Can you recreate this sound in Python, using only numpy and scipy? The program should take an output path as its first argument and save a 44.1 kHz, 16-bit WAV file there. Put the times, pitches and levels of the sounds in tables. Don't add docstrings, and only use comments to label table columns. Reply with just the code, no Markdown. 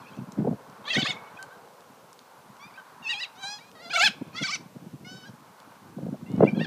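import sys
import numpy as np
from scipy import signal
from scipy.io import wavfile
from scipy.ndimage import uniform_filter1d, map_coordinates

SR = 44100
rng = np.random.default_rng(int(sys.argv[2]) if len(sys.argv) > 2 else 0)


def output_pcm(signal):
    pcm = np.clip(np.atleast_2d(signal).T, -1, 1) * 32767
    wavfile.write(sys.argv[1], SR, np.round(pcm).astype(np.int16))


N = 293783
CUTOFF_HZ = 15850


def amp(db):
    return 10 ** (np.asarray(db) / 20)


def rms_one(x):
    return x / np.sqrt(np.mean(x ** 2) + 1e-20)


def filtered(x, order, hz, kind):
    return signal.sosfilt(signal.butter(order, hz, kind, fs=SR, output="sos"), x)


def at_hz(points, hz):
    points_hz, points_db = np.transpose(points)
    return np.interp(np.log(hz), np.log(points_hz), points_db)


def in_time(rows):
    return np.interp(np.arange(N) / SR, *np.transpose(rows))


def drift(rate_hz):
    r = np.exp(-2 * np.pi * rate_hz / SR)
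    slow = signal.lfilter([1], [1, -2 * r, r * r], rng.standard_normal(N + SR // 2))
    return rms_one(slow[SR // 2:])


def patchy_noise(spectrum, patchy_db):
    out, together, own = 0, drift(7.8), drift(32)
    edges_hz = 200 * 2 ** np.arange(0, 6.6, .5)
    white = rng.standard_normal((2, N))
    for k, (low_hz, high_hz) in enumerate(zip(edges_hz, edges_hz[1:])):
        band = filtered(white[k % 2], 2, [low_hz, high_hz], "band")
        flicker = .8 * together + np.roll(own, k * N // 14)
        band_db = at_hz(spectrum, np.sqrt(low_hz * high_hz))
        out = out + band * amp(band_db + patchy_db * flicker)
    return rms_one(filtered(out, 3, 180, "high"))


def hiss():
    # (frequency [Hz], density [dB per Hz])
    spectrum = [(300, -40), (2000, 1), (5000, -2), (9000, -5.5), (15000, -8)]
    return amp(-63) * patchy_noise(spectrum, patchy_db=.1)


def drone():
    # (frequency [Hz], density [dB per Hz])
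    spectrum = [(300, -20), (480, 0), (620, 0), (900, -25), (15000, -99)]
    # (time [s], level [dB])
    level = [(0, -62), (.55, -53.5), (.75, -60), (1.04, -46.5), (1.26, -60), (1.61, -56), (2.5, -63.5),
             (2.8, -95), (3.4, -72), (3.85, -55.5), (4.5, -63.5), (4.85, -59.5), (5.8, -67.5), (6.1, -69.5),
             (6.66, -48)]
    return amp(in_time(level)) * patchy_noise(spectrum, patchy_db=.8)


def roar():
    # (frequency [Hz], density [dB per Hz])
    spectrum = [(180, -33), (300, -27), (473, 4), (840, 5.5), (1050, 16.5), (1430, 3), (1540, 8.5),
                (2620, -26.5), (4000, -13), (5200, -76), (8800, -120)]
    # (time [s], level [dB])
    swell = [(0, -51), (.45, -54.5), (1.1, -47.5), (1.3, -48.5), (1.61, -54.5), (2.09, -57.5), (2.5, -55),
             (2.76, -51.5), (3.41, -52.5), (3.84, -59), (4.51, -54), (5, -62.5), (5.3, -57), (5.64, -52.5),
             (6.08, -59.5), (6.66, -56)]
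    return amp(in_time(swell)) * patchy_noise(spectrum, patchy_db=.8)


def wind():
    # (time [s], level [dB])
    gust = [(0, -60.5), (.3, -63.5), (.4, -30.5), (.54, -45.5), (.62, -59.5), (.95, -61.5), (1.1, -52),
            (1.25, -62.5), (2.1, -65), (2.56, -63), (2.8, -65.5), (3.9, -61), (4.2, -53.5), (5.25, -55.5),
            (5.64, -66), (6.08, -40), (6.25, -49.5), (6.45, -26), (6.57, -40), (6.66, -41)]
    # (time [s], body level [dB], length [ms], edge level re body [dB])
    strong = [(0.183, -33, 25, -14), (.215, -34.5, 22, -25), (.237, -38, 7.8, -29), (0.283, -39.5, 22, -25),
              (0.405, -23, 13, -15.5), (.424, -22.5, 10.6, -13), (0.453, -27, 11.7, 1),
              (0.476, -24.5, 10, 3.5), (.487, -23, 14.5, -9.5), (.512, -22.5, 12.4, -14),
              (.53, -29, 9.9, -5), (0.976, -22.5, 22, -7.5), (1.03, -26.5, 11, -30),
              (1.093, -36.5, 13, -19), (1.148, -50, 24, -25), (2.5, -50, 35, -17), (2.66, -50.5, 24, -18),
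              (4.092, -40, 27, -29), (4.218, -27.5, 10, -9.5), (4.417, -28.5, 17, -11),
              (4.66, -38.5, 4, -25), (4.762, -36, 13, -11), (4.831, -43, 17, -18), (4.869, -39.5, 18, -18),
              (4.94, -36, 21, -33), (5.066, -41, 7, -15), (5.143, -45, 12, -20), (5.294, -38.5, 14, -14.5),
              (5.337, -44.5, 11, -17), (5.971, -30.5, 9.1, -22), (5.988, -35.5, 6.4, 1),
              (6.048, -32, 10, -22), (6.069, -29.5, 7.4, -5), (6.088, -29.5, 17, -11),
              (6.129, -25.5, 7.7, -17.5), (6.147, -40.5, 12, 1), (6.263, -44, 20, -14),
              (6.303, -34, 18, -17), (6.341, -18, 6.6, -26), (6.394, -27, 9.4, -18), (6.409, -13.5, 3.8, 4),
              (6.427, -14.5, 7.5, 3), (6.435, -12.5, 10.2, 4.5), (6.45, -9, 3.5, -7), (6.476, -27, 31, -4),
              (6.535, -21.5, 16, -20), (6.575, -20, 14, -10.5), (6.597, -22.5, 9.8, -34),
              (6.613, -20, 7.1, -7.5), (6.63, -25, 6.6, -23)]
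    body_hz, edge_hz = 198.7, 501
    octaves_per_db, reference_db = .01, -32.5
    small_count, small_over_gust_db, small_ms, small_edge_db = 70, .5, 15.4, -35

    gust_db = in_time(gust)
    lumpy = filtered(rng.standard_normal(N), 2, [130, 290], "band")
    deep = filtered(rng.standard_normal(N), 2, 110, "low")
    lumps_db = 5.2 * drift(19.7)
    rumble = rms_one(deep) * amp(gust_db - 1.5 + lumps_db)
    turbulence = rms_one(lumpy) * amp(gust_db + lumps_db)
    out = np.r_[turbulence + rumble, np.zeros(SR)]

    small = []
    for when, size, long in rng.random((small_count, 3)):
        level_db = gust_db[int(when * N)] + small_over_gust_db - 10 * size
        small.append((.05 + when * (N / SR - .05), level_db, small_ms * (.5 + long), small_edge_db))

    t = np.arange(-2000, 3000) / SR
    for s, level_db, length_ms, edge_db in strong + small:
        window = 2 ** -(2 * (t + .002) * 1000 / length_ms) ** 2
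        burst = window * rng.standard_normal(5000)
        i = round(s * SR) - 2000
        raised_hz = body_hz * 2 ** (octaves_per_db * (level_db - reference_db))
        for hz, db in ((raised_hz, level_db), (edge_hz, level_db + edge_db)):
            puff = filtered(burst, 2, [.65 * hz, 1.31 * hz], "band")
            puff = filtered(puff, 2, 1.6 * hz, "low")
            out[i:i + 5000] += amp(db) * puff * np.sqrt(np.sum(window ** 2) / np.sum(puff ** 2))
    return out[:N]


def ticks():
    # (time [s], peak [dB], centre [Hz])
    snaps = [(0.1663, -45, 3900), (0.3208, -36.5, 6170), (0.6983, -44.5, 6350), (1.4272, -29, 6790),
             (1.8068, -45.5, 3940), (2.1298, -40, 6900), (2.1914, -35.5, 4760), (2.5674, -47, 4600),
             (2.798, -51, 3690), (3.715, -41.5, 3860), (5.6013, -41, 4200), (6.317, -41.5, 6400),
             (6.3634, -43.5, 5790), (6.4464, -40, 3510)]
    out, t = np.zeros(N), np.arange(400) / SR
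    for s, peak_db, hz in snaps:
        envelope = amp(-60 * t / .008) * np.minimum(t / .0004, 1)
        snap = rng.standard_normal(400) * envelope
        tone = filtered(snap, 1, [.65 * hz, 1.4 * hz], "band")
        snap = filtered(tone + .3 * snap, 2, 8500, "low")
        i = round(s * SR)
        out[i:i + 400] += amp(peak_db) * snap / np.abs(snap).max()
    return out


def scrubland(x):
    scrub_t60_s, scrub_db = .19, -12
    far_t60_s, far_db = 1, -38.5
    wall_s, wall_db = .047, -36
    t = np.arange(SR) / SR
    near = rng.standard_normal(SR) * amp(-60 * t / scrub_t60_s)
    far = rng.standard_normal(SR) * amp(-60 * t / far_t60_s)
    far = filtered(far, 1, [1800, 3500], "band")
    tail = (amp(scrub_db) * rms_one(near) + amp(far_db) * rms_one(far)) / np.sqrt(SR)
    smear = rms_one(near[:130]) / np.sqrt(130)
    wall = np.r_[np.zeros(round(wall_s * SR)), amp(wall_db) * smear]
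    return signal.fftconvolve(x, tail)[:N] + signal.fftconvolve(x, wall)[:N]


def parrots():
    # (time [s], pitch [Hz], level [dB])
    songs = [
        [(0, 880, -56), (.05, 800, -58), (.09, 870, -54), (.128, 780, -56), (.155, 860, -57), (.205, 870, -61)],
        [(.84, 518, -59.5), (.885, 594, -32.5), (.912, 670, -31.5), (.928, 662, -31.5), (.944, 610, -27.5),
         (.962, 647, -26), (.976, 749, -26.5), (.994, 761, -23.5), (1.013, 745.5, -27), (1.036, 550.6, -33),
         (1.056, 570, -30), (1.073, 658, -27), (1.08, 724, -29.5), (1.108, 720, -28), (1.14, 527, -47)],
        [(1.015, 745, -46), (1.05, 740, -56), (1.09, 735, -56), (1.135, 730, -45), (1.152, 705, -44),
         (1.18, 755, -51), (1.21, 729, -60), (1.25, 744, -60)],
        [(1.26, 754, -56), (1.28, 737, -49), (1.3, 740, -59)],
        [(1.35, 775, -53), (1.366, 808, -54), (1.383, 840, -52.5)],
        [(1.385, 771, -44.5), (1.445, 776, -42)],
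        [(1.495, 694, -50), (1.53, 790, -47), (1.565, 775, -53)],
        [(2.592, 1083, -49), (2.63, 1158, -37), (2.67, 1218, -40.5), (2.692, 1230, -46), (2.715, 1020, -46)],
        [(2.738, 1140, -53), (2.755, 1197, -60), (2.772, 1320, -50)],
        [(2.773, 780, -40), (2.793, 776, -46), (2.812, 735, -43)],
        [(3.02, 933, -45.5), (3.05, 902.5, -34), (3.075, 861, -28.5), (3.106, 961, -20.5), (3.127, 885, -24),
         (3.146, 800, -26.5), (3.17, 830, -32), (3.192, 859, -28), (3.217, 993, -26), (3.237, 920, -24),
         (3.26, 710, -41)],
        [(3.35, 699, -54), (3.385, 759, -47), (3.42, 796, -39.5), (3.438, 769, -32), (3.455, 794, -31.5),
         (3.5, 821, -33.5), (3.545, 837, -36), (3.575, 832, -41), (3.585, 830, -45), (3.589, 940, -45.5),
         (3.604, 950, -46)],
        [(3.605, 760, -59), (3.65, 808, -63.5), (3.7, 828, -62)],
        [(3.75, 653, -56), (3.79, 626, -55.5), (3.83, 703, -50.5), (3.86, 681, -47.5), (3.893, 697, -49.5)],
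        [(3.894, 695, -43), (3.91, 799, -38), (3.925, 841, -35), (3.933, 743, -33), (3.939, 688, -25),
         (3.955, 704, -25.5), (3.968, 765, -24.5), (3.975, 692, -24), (3.987, 661, -27), (4.005, 687, -21),
         (4.028, 783, -21), (4.05, 872, -17.5), (4.066, 828, -20.5), (4.077, 746, -22.5), (4.092, 576, -37)],
        [(4.328, 609, -58), (4.36, 645, -37.5), (4.392, 699, -36), (4.41, 709, -36.5), (4.426, 678, -30),
         (4.433, 655, -29.5), (4.439, 754, -29.5), (4.452, 766, -28.5), (4.464, 731, -31.5),
         (4.483, 580, -33.5), (4.5, 599, -32), (4.515, 669, -29), (4.527, 755, -31.5), (4.54, 764, -29.5),
         (4.553, 711, -29), (4.57, 574, -42)],
        [(5.045, 711, -46.5), (5.097, 745, -39.5), (5.15, 756, -39.5), (5.2, 755, -44), (5.252, 750, -46),
         (5.257, 802, -44), (5.28, 808, -44), (5.305, 756, -55)],
        [(6.26, 677, -60), (6.325, 727, -64), (6.39, 740, -63.5)],
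        [(6.395, 662, -47), (6.43, 697, -46), (6.466, 682, -37), (6.474, 765, -40), (6.489, 792, -39),
         (6.508, 750, -41.5), (6.53, 790, -52)],
        [(6.545, 795, -50), (6.572, 845, -50), (6.598, 783, -37.5), (6.604, 860, -36), (6.622, 931, -35),
         (6.64, 903, -37), (6.66, 780, -39.5)],
    ]
    # (frequency [Hz], gain [dB])
    voices = [
        [(800, -27), (1700, -26), (2550, -5.5), (3500, -19), (4500, -19), (15000, -54)],
        [(520.0, -23), (1150.0, -6), (1350.0, -29), (1550.0, -10.5), (1900, -7), (2150, -7), (2300, -12),
         (2600.0, -2.5), (2800.0, -13), (3500.0, 0.5), (3850.0, -8), (5000.0, -14), (5250.0, -24.5),
         (6700.0, -20.5), (6950.0, -26.5), (12000.0, -47.5), (15000.0, -56)],
        [(710.0, -23), (1600.0, -15), (2350.0, 6), (2950.0, -29), (5380.0, -30), (15000.0, -53.0)],
        [(720.0, -25), (2250.0, -2), (2800.0, -1), (3000.0, -26), (5130.0, -47), (15000.0, -60)],
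        [(780.0, -25), (2300.0, -16), (2500.0, 6.5), (3350.0, -13), (5500.0, -17), (15000.0, -59)],
        [(770.0, -14), (1500.0, 3), (2300.0, -34), (3150.0, -20), (5430.0, -31.4), (15000.0, -61.0)],
        [(700.0, -27), (1600.0, -1.5), (2450.0, -27), (3150.0, -16), (5490.0, -36), (15000.0, -63.0)],
        [(1030.0, 1), (1200.0, -19), (2500.0, -13), (3400.0, -19), (5490.0, -21.5), (15000.0, -92)],
        [(1150.0, -23), (2450.0, 2), (3500.0, -8), (4550.0, 3.5), (5230.0, -21), (15000.0, -44.0)],
        [(750.0, -31), (1550.0, -2.5), (2400.0, -28.9), (3050.0, -15.5), (5490.0, -36), (15000.0, -62.0)],
        [(720.0, -11), (1000.0, -37.5), (1700, -31), (1900, -10), (2300.0, -11), (2500.0, -4), (2800.0, -6),
         (3000.0, -26), (3200.0, -8), (3500.0, -23), (3850.0, -5), (4200.0, -19), (4750, -17.5), (5100, -22),
         (5400, -20), (5800, -31), (6550.0, -25), (12000.0, -55), (15000.0, -70.0)],
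        [(700.0, -8.5), (900.0, -13), (2050.0, -12), (3250.0, -14), (3900.0, -3.4), (4750.0, -19), (5000.0, -6),
         (5250.0, -33), (5700.0, -11.5), (11990.0, -42), (15000.0, -54)],
        [(800.0, -25), (2400.0, 8.5), (2600.0, -8), (4100.0, 0), (5120.0, -4), (15000.0, -35)],
        [(630.0, -0.5), (2100.0, -2.5), (2600.0, -14), (3100.0, -7), (4550.0, -3.5), (6000.0, -19),
         (7970.0, -21), (15000.0, -74)],
        [(650.0, -10.5), (900.0, -17.5), (1300.0, -3.5), (1500.0, -6.5), (1700.0, -5), (1900.0, -16),
         (2500.0, 0), (2700.0, -5.5), (3350.0, -8), (3550.0, -3), (3800.0, -6), (7200.0, -19), (11970.0, -42.5),
         (15000.0, -44)],
        [(570.0, -33), (1150.0, -4.5), (1550.0, -10), (1750.0, -26), (2100.0, -1), (2900.0, -13), (3100.0, -13),
         (3350.0, -2), (3650.0, -17.5), (4600.0, -7), (4900.0, -14), (5400.0, -9), (11990.0, -47),
         (15000.0, -62)],
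        [(710.0, -19.5), (1500.0, -10.5), (2100.0, 2), (2300.0, -28), (2950.0, -8.5), (3150.0, -18),
         (5400.0, -14.5), (7990.0, -33), (15000.0, -64)],
        [(690.0, -33), (1450.0, -17), (2100.0, -0.5), (2950.0, 1), (3600, -7), (5160.0, -26), (15000.0, -41)],
        [(670, -40), (1400, -11), (1600, -13), (2050, -11), (2400, 3), (2750, -13), (3400, -20), (5000, -29),
         (15000, -61)],
        [(760.0, -29), (1000.0, -25), (1700.0, 0), (1900.0, -1), (2400.0, -7.5), (4150.0, -11), (5900.0, -28),
         (7990.0, -37), (15000.0, -64.0)],
    ]
    rasps = [-2, -12, -17, -17, -22, -22, -22, -22, -22, -22, -19, -34, -22, -22, -14, -15, -32, -16, -13,
             -13]
    rasp_offset_db = 5.5
    break_s, break_db_per_hz = .02, .055
    soft_dulling = .22
    jitter, flutter_db = .003, 2.3

    out = np.zeros(N)
    flutter, breath, wobble = drift(35), drift(153), drift(210)
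    starts_rad = rng.uniform(0, 2 * np.pi, 20)
    for song, hoarse_db, voice in zip(songs, rasps, voices):
        s, hz, db = np.transpose(song)
        first, last = int(s[0] * SR), min(int(s[-1] * SR), N)
        t = np.arange(first, last) / SR

        final_drop_hz = max(hz[-2] - hz[-1], 0)
        breaking = np.clip(1 - (s[-1] - t) / break_s, 0, 1)
        rasp_db = hoarse_db + break_db_per_hz * final_drop_hz * breaking

        point_index = np.interp(t, s, np.arange(len(s)))
        arches_hz = map_coordinates(hz, [point_index], order=2, mode="nearest")
        pitch_hz = uniform_filter1d(arches_hz, size=130) * (1 + jitter * wobble[first:last])
        phase = 2 * np.pi * np.cumsum(pitch_hz) / SR

        fades = np.clip(np.minimum(t - t[0], t[-1] - t) / .004, 0, 1)
        level_db = uniform_filter1d(np.interp(t, s, db), size=110)
        level = fades * amp(level_db)
        slack_db = level_db.max() - level_db
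        waver_db = flutter_db + np.minimum(9 * amp(rasp_db), 2.5)

        for k in range(1, 21):
            own = np.arange(first, last) - k * N // 21
            harmonic_hz = k * pitch_hz
            dulling_db = soft_dulling * slack_db * np.log2(np.maximum(harmonic_hz / 2500, 1))
            gain = amp(at_hz(voice, harmonic_hz) - dulling_db + waver_db * flutter[own])
            gain = gain * (harmonic_hz < CUTOFF_HZ)
            haze = amp(rasp_db + rasp_offset_db) * np.sqrt(k / 4) * breath[own] * np.cos(k * phase)
            out[first:last] += level * gain * (np.sin(k * phase + starts_rad[k - 1]) + haze)
    return out


def scene():
    near = ticks() + parrots()
    return (hiss() + drone() + roar() + wind() + scrubland(near) + near)[None]


def record(dry):
    low_cut_hz, ceiling = 104, .7
    bass_leak = amp(-24.5) * filtered(dry, 2, 45, "high")
    thin = filtered(dry, 4, low_cut_hz, "high") + bass_leak
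    rounded = ceiling * np.tanh(thin / ceiling)
    return signal.sosfilt(signal.cheby2(18, 70, CUTOFF_HZ, fs=SR, output="sos"), rounded)


dry = scene()
out = record(dry)
output_pcm(out)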